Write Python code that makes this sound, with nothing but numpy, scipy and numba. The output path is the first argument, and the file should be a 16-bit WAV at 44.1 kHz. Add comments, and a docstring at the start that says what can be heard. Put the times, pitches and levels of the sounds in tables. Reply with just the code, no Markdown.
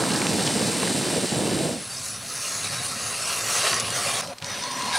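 """A loaded plastic sled grinds through deep snow: slips thump the hull, runners scrape, crystals hiss, crust crunches.
It dissolves to a hand auger shaving lake ice near the surface: chattering blades rasp the ice and ring the steel.
Then it jumps to the same auger deep in its hole, stalling, ticking as chips snap, biting again and squealing.
Filtered noise makes every layer. The place is an open snowfield: no echo reaches the stereo microphone."""
import sys
import numpy as np
from scipy import signal
from scipy.fft import rfft, irfft, next_fast_len
from scipy.io import wavfile
from scipy.ndimage import uniform_filter1d
from numba import njit

SR = 44100
rng = np.random.default_rng(int(sys.argv[2]) if len(sys.argv) > 2 else 0)


def pcm_store(signal):
    """Save signal as 16-bit PCM."""
    levels = np.round(np.clip(np.atleast_2d(signal), -1, 1) * 32767)
    wavfile.write(sys.argv[1], SR, levels.astype(np.int16).T)


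N = 219814
T = np.arange(N) / SR  # time in s

# resonances of the sled hull: centre_hz, width_hz, relative_level_db
HULL_MODES = [(91, 74, -34), (143.4, 59, -3), (193.3, 36, 2), (243, 53, -0.5), (330, 115, -5),
              (457, 84, -4.5), (606, 174, -9), (715, 74, -15)]
# spectrum of the runner scrape: frequency_hz, level_db per Hz
SCRAPE_SPECTRUM = [(600, -13), (800, -1), (1000, -1), (1200, -4.5), (1700, -4.5), (2000, -10)]
# spectrum of the hissing snow crystals: frequency_hz, level_db per Hz
SNOW_SPECTRUM = [(1060, -36), (1800, -5.5), (2160, -4.5), (2980, -2), (3240, -6), (3710, -1.5),
                 (5270, -2.5), (6540, -6.5), (8580, 0), (9640, -5), (10600, -12.5), (15600, -28.5)]
# hull, runner scrape, snow hiss, before lurches and the hiss sag: level_db at 0 s, drift_db_per_s, fade_exponent
SLED_LEVELS = [(-26, 0.55, 1.3), (-32, -4, 1.8), (-27, -0.22, 0.97)]
# the sled lurches or rides light: start_s, length_s, hull_db, scrape_db
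LURCHES = [(0.073, .03, -1, -1), (.11, 0.027, 0.5, 2.5), (.285, .025, 0.5, -1), (0.416, 0.045, -2.5, -0.5),
           (0.503, .025, -4, -2), (0.968, 0.026, 0, -2), (1.131, 0.015, 5, 3), (0.847, .035, -3, 0.5),
           (0.2, 0.063, -1.5, 1.5), (0.346, 0.032, 1.5, -5), (0.567, 0.12, 0.5, -1.5),
           (0.7, 0.12, -3.5, -1), (0.83, 0.046, 0.5, 1), (0.912, .022, 1, 0.5), (0.93, 0.016, -11, -5),
           (0.995, 0.18, -3, 0), (1.162, 0.028, 3.5, 0), (1.204, .022, -7.5, 0), (1.233, 0.02, 2, 0),
           (1.256, 0.059, -10, -2.5)]
# snow crust crunching under the hull: start_s, peak_db, centre_hz, t60_s
CRUNCHES = [(0.0375, -16, 1300, 0.03), (0.1161, -17.5, 4280, 0.03), (0.135, -18, 4700, 0.012),
            (0.1506, -23, 1640, 0.04), (0.1595, -17, 4800, 0.03), (0.2173, -17, 2300, 0.012),
            (0.1052, -20, 2800, .015), (0.3315, -21, 3000, .015), (0.2677, -13, 2400, 0.01),
            (0.2685, -18, 5200, 0.008), (0.4648, -18, 5600, 0.04), (0.469, -16.5, 4850, .03),
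            (0.4738, -17, 3010, 0.025), (0.83, -17, 970, .03), (0.8744, -18, 1660, 0.025)]
# place of the sled between the channels: frequency_hz, left_minus_right_db, left_lead_rad
SLED_PAN = [(25, -5, .3), (110, -3.5, .1), (200, -2.5, .2), (400, -2, .4), (700, 0, .3), (1300, .5, .15),
            (1900, 0, 0), (2700, -1.2, -.3), (3300, -.6, 0), (4000, -.3, .25), (5300, 0, 0),
            (7300, -.1, -.25), (8600, 0, 0)]
# stereo width of the sled: frequency_hz, side_minus_mid_db
SLED_WIDTH = [(25, -6), (60, -16), (400, -19), (1300, -15), (1900, -24), (3300, -12), (4500, -22),
              (5300, -40), (6500, -16), (8200, -18), (9000, -60), (15000, -70)]
# fade-out of the sled: start_s, end_s
SLED_FADE_S = (1.655, 1.875)
# fade-in of the drilling: start_s, end_s
DRILLING_FADE_S = (1.55, 1.934)

# auger near the surface: time_s, cutting_db, treble_shavings_db
SHALLOW_CUT = [(1.9, -39.5, -38.5), (2.08, -40.5, -34), (2.19, -41.5, -43), (2.44, -37, -32),
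               (2.65, -35, -33.5), (2.8, -35, -35.5), (2.98, -37, -35.5), (3.07, -35, -32.5),
               (3.16, -36, -34.5), (3.3, -33.5, -30), (3.43, -33.5, -33), (3.55, -29.5, -26),
               (3.625, -28, -29.5), (3.66, -25.5, -27), (3.71, -28.5, -29), (3.76, -30.5, -30.5),
               (3.82, -33, -39), (3.95, -31.5, -31.5), (4.14, -31, -31), (4.205, -31.5, -31)]
# auger deep in the hole: time_s, cutting_db, treble_shavings_db
DEEP_CUT = [(4.228, -36.5, -39), (4.245, -41, -42), (4.27, -46.5, -43), (4.33, -43, -53), (4.42, -42, -51),
            (4.46, -39.5, -41.5), (4.51, -34.5, -40), (4.61, -36.5, -40), (4.75, -37, -39),
            (4.83, -35, -37), (4.92, -32, -36), (4.955, -27, -31.5), (4.98, -30.5, -32.5)]
# rasp of the ice crumbs: frequency_hz, level_db per Hz
ICE_SPECTRUM = [(300, -14.5), (500, -6.5), (900, -16.5), (2000, -6), (3300, -10.5), (4500, -8.5),
                (6500, -7.5), (7300, -7), (9000, -6.5), (10600, -18), (11200, -16), (12000, -15.5),
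                (15700, -27)]
# modes of the steel shaft and flights: centre_hz, width_hz (before widening in auger), surface_db, deep_db
STEEL_MODES = [(565, 58, -5, 3.5), (657, 56, -4.5, -16), (715, 42, -3, 1), (782, 92, -9.5, -8),
               (990, 24, -15, -4.5), (1081, 98, 0, -8), (1282, 164, -4.5, -13), (1637, 108, -4, -5.5),
               (1850, 160, -5, -8), (2108, 135, -7, -6), (2413, 150, -3.5, -5.5), (2750, 305, -3, -7),
               (3325, 290, -5, -7.5), (3676, 55, 0, -3.5), (3900, 120, -2, -5.5), (4213, 107, -0.5, -3),
               (4400, 90, -2.5, -5), (4670, 70, -1, -4), (5050, 130, -14, -5), (5370, 88, -4.5, -8),
               (5900, 145, -3.5, .5), (6430, 170, -3.5, -5.5), (6610, 120, -6.5, -14), (7900, 190, -4, -28),
               (8330, 93, -7, -2.5), (8900, 170, -2, -16), (9180, 200, -21, -4), (10080, 330, -1, -7),
               (11050, 420, -11, -23)]
# the chatter locks on the nearest steel mode or, below 0 dB, shuns it: start_s, length_s, mode_hz, gain_db
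LOCKS = [(1.85, 1.4, 3314, -8), (1.85, .55, 2750, -2.5), (2.98, .12, 6420, 5.5), (1.96, .03, 5060, 21),
         (2.1, .12, 5900, 5), (2.39, .035, 4670, 6), (2.475, .05, 8330, 14), (2.44, .04, 2750, 8),
         (2.4, 0.19, 1290, 3), (2.74, .1, 3680, 3.5), (2.76, .05, 3900, 9), (3.05, .04, 1290, 5),
         (3.1, .15, 4670, 3), (4.2, .025, 5060, 12), (3.95, .03, 565, 7), (4.5, .016, 1640, 8),
         (4.058, 0.06, 2750, 6.5), (3.26, .12, 1290, 3), (2.63, .035, 3900, 4), (4.945, .035, 9220, 7),
         (4.86, .02, 9220, 6), (4.065, .045, 2410, 6), (4.082, .014, 1080, 7), (4.082, .014, 1290, 7),
         (4.055, .02, 565, 10), (4.07, .02, 5060, 12), (4.6, .014, 5370, 11), (2.49, 0.16, 6600, 11),
         (2.726, 0.055, 5370, 9.5), (2.83, 0.08, 8900, 10.5), (2.81, 0.14, 10080, 3),
         (3.202, .06, 5370, 10), (3.268, 0.12, 2750, 7), (3.27, .06, 2410, 4), (2.633, .05, 3900, 10.5),
         (2.66, .07, 4670, 3), (2.74, 0.049, 1290, 2), (2.877, 0.065, 4220, 5), (2.9, 0.062, 1290, 7),
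         (3.132, 0.027, 2750, 7), (3.27, 0.098, 1080, 4.5), (3.51, 0.09, 6600, 9), (3.55, 0.056, 6420, 5),
         (3.1, 0.066, 1080, 2.5), (3.487, 0.07, 1290, 4), (3.52, .07, 5370, 4), (3.35, .09, 3314, -12),
         (3.35, .09, 5060, -6), (3.635, .05, 3900, 6), (3.647, 0.029, 1290, 7.5), (3.647, 0.032, 1850, 9),
         (3.645, .04, 2750, 4), (3.638, 0.052, 657, 7), (3.65, .03, 4220, 0), (4.1, 0.018, 4220, 5),
         (3.735, .025, 5900, 8), (3.72, 0.073, 1080, 6.5), (3.725, 0.069, 1850, 11), (3.93, 0.061, 5900, 8),
         (4.234, 0.087, 565, 11), (4.292, 0.044, 715, 12), (4.452, 0.16, 5900, 4), (4.62, .04, 5900, 7),
         (4.696, 0.12, 5900, 3), (4.23, 0.088, 1290, -8), (4.232, .1, 1850, -4), (4.23, .1, 2108, -8),
         (4.49, 0.27, 3680, 7), (4.62, .14, 4400, 2.5), (4.8, 0.046, 2750, 6.5), (4.815, .03, 1850, 5),
         (4.9, .08, 2108, 3), (4.926, 0.046, 5900, 0.5), (4.836, 0.17, 780, 11.5), (4.63, 0.053, 4400, 9),
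         (4.883, 0.046, 4400, 11), (4.935, .04, 1640, 12), (4.83, .15, 5900, -4), (4.675, .02, 1640, 5),
         (4.95, 0.033, 780, 5)]
# lines of the singing blades, each filtered twice: centre_hz, width_hz of one pass
BLADE_LINES = [(9890, 130), (10260, 130)]
# relative level of each blade line in db: row near the surface, row deep in the hole
BLADE_LEVELS = [(4.5, 4), (-14, -5)]
# near the surface, then deep; rows hollow of the hole, shaft groan, blade song (before its swell):
# over_cutting_db, lost_db per db of harder cutting, drift_db_per_s
BAND_LEVELS = [
    [(-10.5, 0.16, 2.5), (-8.5, 0.13, 2), (-1, .5, -1)],
    [(-5.5, 0.33, -4.5), (-3.5, 0.43, -9.5), (-11, 0.1, -10)],
]
# spectrum of the low rumble: frequency_hz, level_db per Hz
RUMBLE_SPECTRUM = [(15, -59), (25, -45), (43, -33), (108, 0), (161, -5), (265, -7), (298, -12.5),
                   (369, -20), (420, -12), (550, -28), (920, -120)]
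# level of the low rumble: time_s, lower_part_db, upper_part_db
RUMBLE_LEVELS = [(1.9, -49.5, -52), (2.25, -47.5, -51.5), (2.44, -51, -53), (2.68, -43.5, -49),
                 (3.0, -46, -47), (3.22, -50, -52), (3.45, -47.5, -46.5), (3.58, -50, -47.5),
                 (3.85, -39.5, -45), (4.37, -56, -46.5), (4.45, -47, -48.5), (4.7, -56.5, -44.5),
                 (4.86, -48, -39), (4.98, -47, -52)]
# spectrum of the still air: frequency_hz, level_db per Hz
AIR_SPECTRUM = [(300, -8.5), (1000, -12), (9000, -17), (11000, -19), (15700, -27)]
# ice chips snapping: start_s, peak_db, centre_hz, t60_s
SNAPS = [(2.645, -24, 3850, .015), (2.7447, -21, 5380, 0.022), (3.5837, -18, 4000, .015),
         (3.7304, -14.5, 1820, .02), (3.7414, -15, 5990, .026), (3.9035, -17, 6800, .012),
         (3.799, -12, 7740, 0.011), (3.8046, -14.5, 7000, 0.0089), (4.2725, -27, 4000, .03),
         (4.3835, -25, 4400, 0.018), (4.4014, -34, 2960, 0.015), (4.4233, -20, 2600, 0.028),
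         (4.4449, -19, 2900, 0.008), (4.4451, -17, 6100, .007), (4.501, -26, 9200, .012),
         (4.547, -25, 3900, .03), (4.6374, -20, 4200, 0.019), (4.712, -22, 5900, .03),
         (4.81, -22, 1100, 0.033), (4.8214, -20, 5100, .02), (4.9294, -16, 2500, .01)]
# stereo width of the drilling: frequency_hz, side_minus_mid_db
AUGER_WIDTH = [(25, -8), (60, -30), (200, -20.5), (400, -13.5), (800, -19.5), (1400, -25), (2000, -33.5),
               (3000, -17), (4000, -29.5), (4800, -41), (5800, -20.5), (8000, -23), (9000, -64),
               (15000, -70)]
# two close modes on which the shaft squeals against the deep wall: centre_hz, width_hz of one filter stage
SQUEAL_MODES = [(980, 60), (1045, 105)]
# level of the squeal: time_s, lower_mode_db, upper_mode_db
SQUEAL_LEVELS = [(4.6, -55, -58), (4.625, -40, -45), (4.645, -33, -41), (4.68, -41, -37), (4.715, -38, -35),
                 (4.77, -41, -38), (4.81, -36, -38), (4.835, -39, -37), (4.86, -36, -33), (4.89, -36, -35),
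                 (4.93, -31, -35), (4.955, -35, -36), (4.98, -33, -38)]

HISS_PEAK_S, HISS_SAG_DB_PER_S = 0.65, 3
ICE_DEEP_TILT_DB = -1.5  # per octave: the hole swallows treble
USUAL_CUT_DB = -35
SONG_SWELL_DB, SONG_PERIOD_S, SONG_PEAK_S = 3, 0.248, 2.6
DRIFT_SHARE, DRIFT_RATE = 0.018, 12  # pitch spread of unlocked bending modes, changes per s
STALL_S, STALL_LENGTH_S, STALL_DB = 4.34, 0.0754, -11.5
AIR_DB = -50.5
TOP_HZ = 15780


def undb(db):
    """Decibels to amplitude."""
    return np.exp(np.asarray(db) * (np.log(10) / 20))


def unit(x):
    """Scale to an RMS level of 1."""
    return x / np.sqrt(np.mean(x ** 2))


def curves(table):
    """Join the points of each column into a curve over time."""
    s, *columns = np.transpose(table)
    return [np.interp(T, s, c) for c in columns]


def plateau(s, length, edge_s):
    """1 from s for length s, 0 outside, with short ramps."""
    return np.clip(np.minimum(T - s, s + length - T) / edge_s + .5, 0, 1)


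def shape(x, points, share=1):
    """Filter by (Hz, dB) or (Hz, dB, phase lead) points joined on a log axis."""
    size = next_fast_len(N)
    hz, *rows = np.transpose(points)
    f = np.maximum(np.arange(size // 2 + 1) * SR / size, 1)
    db, *lead = (share * np.interp(np.log(f), np.log(hz), r) for r in rows)
    return irfft(rfft(x, size) * undb(db) * np.exp(1j * sum(lead)), size)[:N]


def cut(x, lo_hz, hi_hz):
    """Steep band limits."""
    return signal.sosfilt(signal.butter(4, [lo_hz, hi_hz], "band", fs=SR, output="sos"), x)


def ring(x, hz, width):
    """One resonance, gain 1 at its centre."""
    return signal.lfilter(*signal.iirpeak(hz, hz / width, fs=SR), x)


def walk(rate):
    """Random levels held 1 / rate s and slewed twice; spread near 1."""
    k = int(SR / rate)
    steps = np.repeat(rng.standard_normal(N // k + 1), k)
    return 1.41 * uniform_filter1d(uniform_filter1d(steps, k), k)[:N]


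def grit(rate, spread_db):
    """Fractures at random moments and of random size; a positive spread_db makes a few much larger."""
    hit = rng.random(N) < rate / SR
    size_db = spread_db * np.minimum(rng.exponential(size=N), 3.5)
    return unit(hit * rng.standard_normal(N) * undb(size_db))


def patchy(x, flicker_db, rate, count=20):
    """Overlapping bands, even on a near-log axis, that flicker each on their own."""
    size = next_fast_len(N)
    place = np.log2(1 + np.arange(size // 2 + 1) * SR / size / 250)
    place = place * (count - 1) / place[-1]
    spectrum, out = rfft(x, size), np.zeros(N)
    for k in range(count):
        band = irfft(spectrum * np.clip(1 - np.abs(place - k), 0, 1), size)[:N]
        out += undb(flicker_db * walk(rate)) * band
    return out


def steady(x, span_s, extra=0):
    """Hold the short-term level of x at 1, so that curves alone set the swell; extra rides on top at the same gain."""
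    return (x + extra) / np.sqrt(uniform_filter1d(x ** 2, int(span_s * SR)) + 1e-18)


def widen(mid, loose, wide):
    """Left and right share the sound but for a side part, made from loose, of opposite sign in each."""
    side = shape(loose, wide)
    return np.array([mid + side, mid - side])


def sled_gains():
    """Levels of hull, scrape and hiss: drift and fade-out, lurches on the first two, a sag about a peak on the hiss."""
    fade = np.clip((SLED_FADE_S[1] - T) / (SLED_FADE_S[1] - SLED_FADE_S[0]), 0, 1)
    hull, scrape, hiss = (undb(db + drift * T) * fade ** steep for db, drift, steep in SLED_LEVELS)
    hiss = hiss * undb(-HISS_SAG_DB_PER_S * np.abs(T - HISS_PEAK_S))
    for s, length, hull_db, scrape_db in LURCHES:
        now = plateau(s, length, 0.011)
        hull = hull * undb(hull_db * now)
        scrape = scrape * undb(scrape_db * now)
    return hull, scrape, hiss


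def hull_thumps(judder):
    """Snow lumps slip under the hull and excite its low resonances."""
    slips = [grit(1500, spread_db=1.5) * judder for _ in range(2)]  # two runners drive alternate modes
    hull = np.zeros(N)
    for k, (hz, width, db) in enumerate(HULL_MODES):
        hull += undb(db + 2.4 * walk(12.58)) * ring(slips[k % 2], hz, width)
    hull = signal.lfilter(*signal.butter(2, 100, "high", fs=SR), hull)
    return steady(cut(hull, 25, 675), .07)


def runner_scrape():
    """Dense fractures along the runners, limited to a flickering middle band."""
    scrape = shape(grit(5000, spread_db=2.5), [(300, -60), *SCRAPE_SPECTRUM, (3500, -60)])
    return unit(patchy(scrape, flicker_db=1.0, rate=16.7))


def snow_hiss():
    """Very dense, even crystal fractures hiss along the runners."""
    hiss = patchy(shape(grit(15000, spread_db=-1.0), SNOW_SPECTRUM), flicker_db=-0.5, rate=14.03)
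    return unit(hiss * undb(0.27 * walk(30.0)))


def cracks(table, width):
    """Crust or chips snap: short bursts of noise in a wide band, dying fast."""
    length = 3000  # samples
    out = np.zeros(N)
    for (s, db, hz, t60), noise in zip(table, rng.standard_normal((len(table), length))):
        burst = noise * np.exp(-np.log(1000) * np.arange(length) / SR / max(t60, .003))
        burst = cut(ring(burst, hz, width * hz), 290, 9300)
        i = int(s * SR)
        out[i:i + length] += (undb(db) * burst / np.abs(burst).max())[:N - i]
    return out


def sled():
    """Hull, scrape and hiss in two takes of chance, the second for stereo width, with crunching crust on the first."""
    hull_gain, scrape_gain, hiss_gain = sled_gains()
    judder, takes = undb(0.38 * walk(31.2)), []
    for _ in range(2):
        ground = hull_thumps(judder) * hull_gain + runner_scrape() * scrape_gain
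        takes.append(ground + snow_hiss() * hiss_gain)
    left, right = widen(takes[0] + cracks(CRUNCHES, width=0.35), takes[1], SLED_WIDTH)
    return np.array([shape(left, SLED_PAN, .5), shape(right, SLED_PAN, -.5)])


def still_air():
    """Steady, softly shaped noise of the open air."""
    return unit(shape(rng.standard_normal(N), AIR_SPECTRUM)) * undb(AIR_DB)


def rumble():
    """Low, lumpy noise under the drilling, in two parts that swell separately."""
    low_db, high_db = curves(RUMBLE_LEVELS)
    lumps = shape(grit(2500, spread_db=0.0), RUMBLE_SPECTRUM)
    low = signal.sosfiltfilt(signal.butter(3, 160, fs=SR, output="sos"), lumps)
    return unit(low) * undb(low_db) + unit(lumps - low) * undb(high_db)


def locking(k):
    """Gain in dB of steel mode k while the chatter locks on it or shuns it."""
    modes, db = np.array([m[0] for m in STEEL_MODES]), np.zeros(N)
    for s, length, hz, gain_db in LOCKS:
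        if np.argmin(np.abs(modes - hz)) == k:
            db += gain_db * plateau(s, length, 0.015)
    return db


@njit
def sway(x, hz, width, bend):
    """A steep resonance (two state-variable stages) whose centre is hz times bend."""
    y, state, k = np.empty(len(x)), np.zeros(4), width / hz
    centre = np.tan(np.pi * hz / SR)
    for i in range(len(x)):
        g, u = centre * bend[i], x[i] + 1e-18
        for j in (0, 2):
            v = (state[j] + g * (u - state[j + 1])) / (1 + g * (g + k))
            state[j], state[j + 1], u = 2 * v - state[j], state[j + 1] + 2 * g * v, k * v
        y[i] = u
    return y


def steel_ringing(blades, deep):
    """Blade chatter rings the bending shaft and flights; returns the free ringing and what locking adds to it."""
    free, locked = np.zeros(N), np.zeros(N)
    for k, (hz, width, *db) in enumerate(STEEL_MODES):
        lock_db = locking(k)
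        calm = 1 / (1 + np.abs(lock_db) / 3)  # a locked mode holds steady
        # the highest modes belong to the blades and keep their pitch
        bend = 1 + DRIFT_SHARE * walk(DRIFT_RATE) * calm * (hz < 9600)
        flicker = undb(db[deep] + 2.8 * walk(28) * calm)
        mode = flicker * sway(blades[k % 2], 1. * hz, 1.5 * width, bend)
        free += mode
        locked += (undb(lock_db) - 1) * mode
    return free, locked


def blade_lines(chatter, deep):
    """The blades sing on narrow high lines that flicker on their own."""
    out = np.zeros(N)
    for (hz, width), db in zip(BLADE_LINES, BLADE_LEVELS[deep]):
        line = ring(ring(grit(9000, spread_db=2.0) * chatter, hz, width), hz, width)
        out += undb(db + 2.6 * walk(14)) * line
    return out


def auger(table, deep):
    """Blades chip the ice in an uneven chatter; the chips rasp and ring the steel, each mode coming and going."""
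    cut_db, fine_db = curves(table)
    hollow_db, groan_db, song_db = (
        db - lost * (cut_db - USUAL_CUT_DB) + drift * (T - table[0][0]) for db, lost, drift in BAND_LEVELS[deep])
    song_db = song_db + SONG_SWELL_DB * np.cos(2 * np.pi * (T - SONG_PEAK_S) / SONG_PERIOD_S)

    chatter = undb(0.55 * walk(45) + 0.89 * walk(16))
    crumbs, *blades = (grit(9000, spread_db=2.0) * chatter for _ in range(3))  # loose crumbs and the two blades
    rasp = [(hz, db + deep * ICE_DEEP_TILT_DB * np.log2(hz / 1000)) for hz, db in ICE_SPECTRUM]
    ice = patchy(shape(crumbs, rasp), flicker_db=2.5, rate=20, count=34)
    steel, locked = steel_ringing(blades, deep)
    free = ice + steel + blade_lines(chatter, deep)

    # hollow, groan, bite, fine shavings, blade song, dust
    bands_hz = [(330, 850), (850, 1400), (1400, 5000), (5000, 9600), (9600, 10550), (10550, 17000)]
    parts = (cut(np.array([free, locked]), *band) for band in bands_hz)
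    hollow, groan, bite, fine, song, dust = (steady(part, 0.096, extra) for part, extra in parts)
    shavings = undb(fine_db) * (fine + undb(-8.5 - 2.5 * deep) * dust)
    cutting = bite + undb(hollow_db) * hollow + undb(groan_db) * groan + undb(song_db) * song
    return undb(cut_db) * cutting + shavings


def squeal():
    """Uneven slips ring two close modes of the shaft, which hardly change pitch."""
    judder, bend = undb(2.2 * walk(45)), 1 + .006 * walk(20)
    tones = np.zeros(N)
    for (hz, width), db in zip(SQUEAL_MODES, curves(SQUEAL_LEVELS)):
        tone = sway(grit(3000, spread_db=3.0) * judder, 1. * hz, 1. * width, bend)
        tones += steady(tone, 0.039) * undb(db)
    return tones * (T > SQUEAL_LEVELS[0][0])


def drilling():
    """Both depths of the hole; the sound dips at the jump between them, and cutting and rumble hush in the stall."""
    jump = (SHALLOW_CUT[-1][0] + DEEP_CUT[0][0]) / 2
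    dip = np.clip(np.abs(T - jump) / 0.0053, .1, 1)
    hush = undb(STALL_DB * plateau(STALL_S, STALL_LENGTH_S, 0.0058))
    cutting = np.where(T < jump, auger(SHALLOW_CUT, deep=0), auger(DEEP_CUT, deep=1))
    near = dip * (hush * (cutting + rumble()) + still_air() + squeal())

    # a brief random scatter that differs left and right
    smear = rng.standard_normal(2000) / np.sqrt(2000)
    scattered = signal.fftconvolve(near, smear)[1000:N + 1000]
    pair = widen(near + cracks(SNAPS, width=0.72), scattered, AUGER_WIDTH)
    return pair * np.clip((T - DRILLING_FADE_S[0]) / (DRILLING_FADE_S[1] - DRILLING_FADE_S[0]), 0, 1)


def scene():
    """The sled fades out as the drilling fades in."""
    return sled() + drilling()


def record(dry):
    """The recorder cuts the top."""
    return signal.sosfilt(signal.ellip(16, .3, 90, TOP_HZ, fs=SR, output="sos"), dry)


dry = scene()
out = record(dry)
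pcm_store(out)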